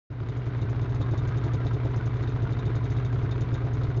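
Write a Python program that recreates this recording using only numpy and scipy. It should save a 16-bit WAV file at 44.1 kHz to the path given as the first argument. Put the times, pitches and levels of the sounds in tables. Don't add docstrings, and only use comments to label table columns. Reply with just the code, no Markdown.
import sys
import numpy as np
from scipy import signal
from scipy.fft import rfft, irfft
from scipy.io import wavfile

SR = 44100
rng = np.random.default_rng(int(sys.argv[2]) if len(sys.argv) > 2 else 0)


def wrap_up_sound(samples):
    columns = np.atleast_2d(samples).T
    tamed = np.clip(columns, -1, 1)
    steps = np.round(tamed * 32767).astype(np.int16)
    wavfile.write(sys.argv[1], SR, steps)


N = 176400
T = np.arange(N) / SR

# time_s, strokes_per_s
ENGINE_SPEED = [(0, 61.46), (0.4, 60.89), (0.8, 60.2), (1.3, 61.36), (1.8, 61.07), (2.2, 60.6), (2.6, 60.4),
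                (3.2, 61.36), (4, 60.9)]
# time_s, level_db
FIRINGS = [(0.114, 2.5), (0.212, 6.5), (0.294, 3.5), (0.376, -3), (0.474, 1.5), (0.573, -3), (0.623, 4.5),
           (0.706, -0.5), (0.772, -1.5), (0.822, 2.5), (0.905, -1.5), (0.954, -1.5), (1.004, 5.5),
           (1.119, 5), (1.184, 0.5), (1.233, 1.5), (1.282, 1.5), (1.364, 2.5), (1.446, 4), (1.543, 6.5),
           (1.658, 3.5), (1.74, 4.5), (1.854, 2.5), (1.903, -6), (1.969, 3), (2.068, 1.5), (2.15, -2.5),
           (2.216, -1.5), (2.282, -1), (2.348, -0.5), (2.431, 5.5), (2.513, 1.5), (2.58, -2.5), (2.662, 5),
           (2.761, 3), (2.844, 0), (2.91, 2.5), (2.975, 2.5), (3.057, -0.5), (3.139, 3), (3.188, -2),
           (3.237, 5), (3.318, -2), (3.367, -6.5), (3.416, 4), (3.53, 4.5), (3.645, 1.5), (3.743, -0.5),
           (3.792, 0.5), (3.841, 2), (3.891, 1.5), (3.973, 5.5)]
# multiple_of_stroke_rate, level_db
DRONE_TONES = [(1, -39.5), (2, -24.5), (3, -52), (4, -46), (4.5, -46.5), (5, -49), (6.5, -51), (7, -52),
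               (7.5, -53.5)]
# share_of_pair, level_db
CRANK_TAPS = [(0.018, -10.5), (0.1, -5), (0.229, -1), (0.348, -14), (0.594, -8.5), (0.814, -2.5)]
# pitch_hz, level_db
CLATTER_COLOUR = [(130, -45), (220, -5.5), (285, 0.5), (410, -0.5), (488, -10), (572, -14), (661, -6.5),
                  (833, -12), (1290, -10.5), (2040, -19.5), (2810, -26), (3760, -26.5), (4740, -36.5),
                  (6230, -46), (7500, -82.5)]
# pitch_hz, width_hz, level_db
BLOCK_RINGS = [(549, 18, 5.5), (611, 8.3, -9), (1011, 60, 4), (1360, 86, -22.5), (1456, 79, -8.5),
               (1607, 15, -2), (2064, 220, -0.5), (2300, 70, -7)]
# time_s, level_db
CLATTER_LOUDNESS = [(0, 2.5), (.9, -1), (1.3, 0.9), (1.7, 0.3), (2.3, -0.5), (2.8, 0), (3.4, -0.5),
                    (4, -0.5)]
# pitch_hz, level_db
WIND_COLOUR = [(10, -4.5), (30, 7), (70, 17), (200, 14), (800, -27), (3000, -21), (7000, -66)]
# pitch_hz, level_db, fade_s (time to fall 60 dB)
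PIPE_RINGS = [(46, -43, 0.8), (79.1, -29.5, 0.25), (112.53, -13.5, 0.12), (132.5, -35.5, 0.3),
              (170.3, -35.5, 0.29), (231.8, -21.5, 0.022), (300.5, -33, 0.098), (421, -32, 0.093)]
# pitch_hz, level_db
PUFF_COLOUR = [(300, 0.5), (600, 14.5), (1500, 4), (2800, 1), (3800, -14.5), (5000, -3), (6200, -24.5),
               (7200, -45)]
# start_s, low_ring_db, high_ring_db
PART_STRIKES = [(0.2873, 1, -17), (.3693, -20, -15), (.4581, -14, -20.5), (0.6145, -1.5, -16.5),
                (.6966, -11, -14), (.8148, -1, -18), (.895, -7, -18), (.947, -4.5, -15), (1.0135, 2.5, -18),
                (1.1106, -3, -21), (1.1765, -1, -13), (1.2753, -7, -11.5), (1.3731, -3, -14.5),
                (1.4385, 0.5, -15), (1.5352, 1.5, -11.5), (1.6489, -15, -20), (1.6676, 4, -25.5),
                (1.7312, -5.5, -17), (1.845, -7, -26.5), (1.9602, -23, -13.5), (2.0345, -22.5, -40),
                (2.057, -14, -12), (2.165, -4, -25), (2.2261, -1.5, -21), (2.274, -1.5, -36),
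                (2.292, -7, -18), (2.4227, -3.5, -21.5), (2.5045, -11, -22), (2.524, 0.5, -21),
                (2.588, -1, -18.5), (2.6545, 0, -21), (2.7544, 0, -14), (2.8417, -4, -16),
                (2.9026, -6, -15), (2.921, -5, -19.5), (2.9669, -4, -26), (3.0482, -4, -15.5),
                (3.125, -7, -23), (3.226, -7, -23), (3.3115, 5, -31), (3.4085, 0.5, -10.5),
                (3.5402, 2.5, -11.5), (3.574, -8.5, -35), (3.7337, -6, -15), (3.834, 2.5, -21),
                (3.9652, -4.5, -18)]
# pitch_hz, width_hz, level_db
PART_LOW_RINGS = [(3655, 40, 3), (3810, 65, -1), (4200, 600, -14)]
PART_HIGH_RINGS = [(5300, 900, -6), (6120, 350, 0), (6600, 700, -10)]
# start_s, pitch_hz, level_db
METAL_CLANKS = [(.489, 1490, -5), (.664, 1534, -4), (.853, 980, -9), (.888, 934, -7), (0.937, 1294, -2),
                (1.035, 1063, 1), (1.052, 1245, -5), (1.064, 1620, -7), (1.09, 1340, -16),
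                (1.153, 1128, -3.5), (1.214, 1188, -1.5), (1.245, 1454, -8.5), (1.261, 1580, -5),
                (1.313, 930, -6), (1.317, 1255, -3), (1.317, 1460, -5), (1.328, 1616, -1.5),
                (1.385, 1240, -3), (1.413, 940, -2), (1.417, 1130, -3), (1.424, 1600, -3), (1.432, 1330, 2),
                (1.492, 1184, 0), (1.58, 1370, 0), (1.612, 1316, -7), (1.622, 1610, -3.5),
                (1.704, 974, -3.5), (1.708, 1330, -4), (1.999, 1474, 1.5), (2.014, 975, -2),
                (2.382, 1525, -1), (2.463, 925, 0), (2.463, 1430, -0.5), (2.567, 1400, -4),
                (2.706, 1627, -4), (2.805, 1006, 1), (2.958, 1180, -5), (3.1, 1604, -4), (3.35, 957, -1),
                (3.564, 1565, -4), (3.579, 1223, -3), (3.618, 1266, -8), (3.806, 1440, -13),
                (3.903, 1440, -1)]
# time_s, low_tones_db, high_tones_db
OVERLOAD_KNOCKS = [(1.01, 1.5, -4), (1.139, 2, 1.5), (1.466, 2, -1.5), (1.549, -2, -10), (1.663, 1, -18),
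                   (1.858, 1.5, 1), (2.674, -13, -3), (3.245, -18, -3.5), (3.545, -5.5, -3.5),
                   (3.666, -1, -4)]
# pitch_hz, level_db
OVERLOAD_TONES = [(330, -2), (450, -11), (630, -10), (800, -12.5), (930, -17)]


def amp(db):
    return 10 ** (np.asarray(db) / 20)


def unit(x):
    return x / np.sqrt(np.mean(x ** 2) + 1e-20)


def add(mix, start_s, sound):
    part = mix[max(round(start_s * SR), 0):][:len(sound)]
    part += sound[:len(part)]


def colour(x, points):
    hz, db = np.transpose(points)
    curve_db = np.interp(np.log(np.fft.rfftfreq(N, 1 / SR) + 1), np.log(hz + 1), db)
    return unit(irfft(rfft(x) * amp(curve_db), N))


def drift(rate_hz):
    keep_slow = np.exp(-(np.fft.rfftfreq(N, 1 / SR) / rate_hz) ** 2)
    return unit(irfft(rfft(rng.standard_normal(N)) * keep_slow, N))


def resonate(x, hz, width_hz):
    return signal.lfilter(*signal.iirpeak(hz, hz / width_hz, SR), x)


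def rough_tone(hz, roughness):
    grain = signal.lfilter(*signal.butter(1, 90, fs=SR), rng.standard_normal(len(hz)))
    phase = 2 * np.pi * (np.cumsum(hz) / SR + rng.random())
    return np.sin(phase) + roughness * unit(grain) * np.cos(phase)


def drone(strokes, firings):
    swell_s, lead_strokes = 0.01, 0.2835
    swell = 1 + 0.11 * sum(np.exp(-((T - s) / swell_s + 1) ** 2) for s, _ in firings)
    phase = 2 * np.pi * (strokes + lead_strokes)
    return -swell * sum(amp(db + 1.1 * drift(27)) * np.cos(k * phase) for k, db in DRONE_TONES)


def clatter(strokes):
    tap_s, spread_db, whirr_db = 0.0034, 7.5, -2.5
    taps, pairs = np.zeros(N), np.arange(int(strokes[-1] / 2))
    for share, db in CRANK_TAPS:
        late, size = rng.standard_normal((len(pairs), 2)).T
        times = np.interp(2 * (pairs + share), strokes, T) + 0.0019 * late
        samples = np.clip(times * SR, 0, N - 1).astype(int)
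        np.add.at(taps, samples, amp(db + spread_db * np.minimum(size, 1)))
    fading_taps = signal.lfilter([1], [1, -np.exp(-1 / (tap_s * SR))], taps)
    shaking = (amp(whirr_db) + fading_taps) * rng.standard_normal(N)
    cut_bass = signal.butter(4, 214, "high", fs=SR, output="sos")
    body = signal.sosfilt(cut_bass, colour(shaking, CLATTER_COLOUR))
    block = sum(amp(db) * unit(resonate(shaking, hz, width)) for hz, width, db in BLOCK_RINGS)
    loudness = amp(np.interp(T, *np.transpose(CLATTER_LOUDNESS)))
    return loudness * (amp(-41) * unit(body) + amp(-56.5) * unit(block))


def wind():
    gust_db = 3.5 * drift(rate_hz=1.6)
    return amp(-46.5 + gust_db) * colour(rng.standard_normal(N), WIND_COLOUR)


def throbs(firings):
    lead_s, rise_s = 0.0053, 0.003
    out, t = np.zeros(N), np.arange(SR // 5) / SR
    rise = 1 - np.exp(-t / rise_s)
    for s, db in firings:
        for hz, ring_db, fade_s in PIPE_RINGS:
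            detune, size = rng.standard_normal(2)
            tone = -np.sin(2 * np.pi * hz * (1 + 0.011 * detune) * t)
            level = amp(db + ring_db + 0.2 * size - 60 * t / fade_s)
            add(out, s - lead_s, level * rise * tone)
    return out


def puffs(firings):
    delay_s, puff_s = 0.004, 0.0081
    level = sum(amp(db) * np.exp(-((T - s - delay_s) / puff_s) ** 2) for s, db in firings)
    return amp(-59) * colour(level * rng.standard_normal(N), PUFF_COLOUR)


def rattle(firings):
    strike_s, buzz_s, bounce_s, bounce_db = 0.0058, 0.078, 0.007, -3.5
    t = np.arange(SR // 10) / SR
    shape = np.exp(-t / strike_s) + amp(-27.5) * np.exp(-t / buzz_s)
    strikes = list(PART_STRIKES)
    for s, _ in firings:
        for lag_s in (-0.006, 0.011):
            start_s = s + lag_s + 0.0024 * rng.standard_normal()
            low_db, high_db = -28 + 4 * rng.uniform(-0.27, 1, 2)
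            strikes.append((start_s, low_db, high_db))
    low, high = np.zeros((2, N))
    for s, low_db, high_db in strikes:
        for bounce in range(3):
            start_s = s + bounce * bounce_s * rng.uniform(0.8, 1.2)
            burst = shape * rng.standard_normal(len(t))
            add(low, start_s, amp(low_db + bounce * bounce_db) * burst)
            add(high, start_s, amp(high_db + bounce * bounce_db) * burst)
    return amp(-30) * sum(amp(db) * resonate(bursts, hz, width)
                          for bursts, rings in ((low, PART_LOW_RINGS), (high, PART_HIGH_RINGS))
                          for hz, width, db in rings)


def clanks():
    rise_s, decay_s = 0.0063, 0.013
    out, t = np.zeros(N), np.arange(SR // 10) / SR
    shape = (1 - np.exp(-t / rise_s)) * np.exp(-t / decay_s)
    for s, hz, db in METAL_CLANKS:
        add(out, s, amp(-34.5 + db) * shape * rough_tone(np.full(len(t), hz), roughness=0.25))
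    return out


def overload_knocks():
    blip_s, split_hz, climb_per_s = 0.0072, 550, 14.14
    out, t = np.zeros(N), np.arange(-SR // 30, SR // 30) / SR
    shape = np.exp(-(t / blip_s) ** 2)
    for s, low_db, high_db in OVERLOAD_KNOCKS:
        for hz, db in OVERLOAD_TONES:
            level = amp(-29.5 + db + (low_db if hz < split_hz else high_db))
            tone = rough_tone(hz * np.exp(climb_per_s * t), roughness=0.32)
            add(out, s + t[0], level * shape * tone)
    return out


def scene():
    strokes = np.cumsum(np.interp(T, *np.transpose(ENGINE_SPEED))) / SR
    firings = []
    for s, db in FIRINGS:
        nearest_stroke = np.round(np.interp(s, T, strokes))
        firings.append((np.interp(nearest_stroke, strokes, T), db))
    metal = clatter(strokes) + clanks() + rattle(firings)
    exhaust = drone(strokes, firings) + throbs(firings)
    return (metal + exhaust + overload_knocks() + puffs(firings) + wind())[None]


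def record(dry):
    overload_db, hardness, treble_hz, top_hz = -20.7, 10, 2500, 7150
    open_s, open_db, fade_s = 0.1003, -9.5, 0.24
    flattened = dry / (1 + abs(dry / amp(overload_db)) ** hardness) ** (1 / hardness)
    treble = signal.filtfilt(*signal.butter(2, treble_hz, "high", fs=SR), dry - flattened)
    since_s = np.maximum(T - open_s, 0)
    fade_in = np.minimum(since_s / 0.0056, 1) * amp(open_db * np.exp(-since_s / fade_s))
    cut_top = signal.firwin(401, top_hz, window=("kaiser", 9), fs=SR)
    return signal.oaconvolve((flattened + treble) * fade_in, cut_top[None], "same")


dry = scene()
out = record(dry)
wrap_up_sound(out)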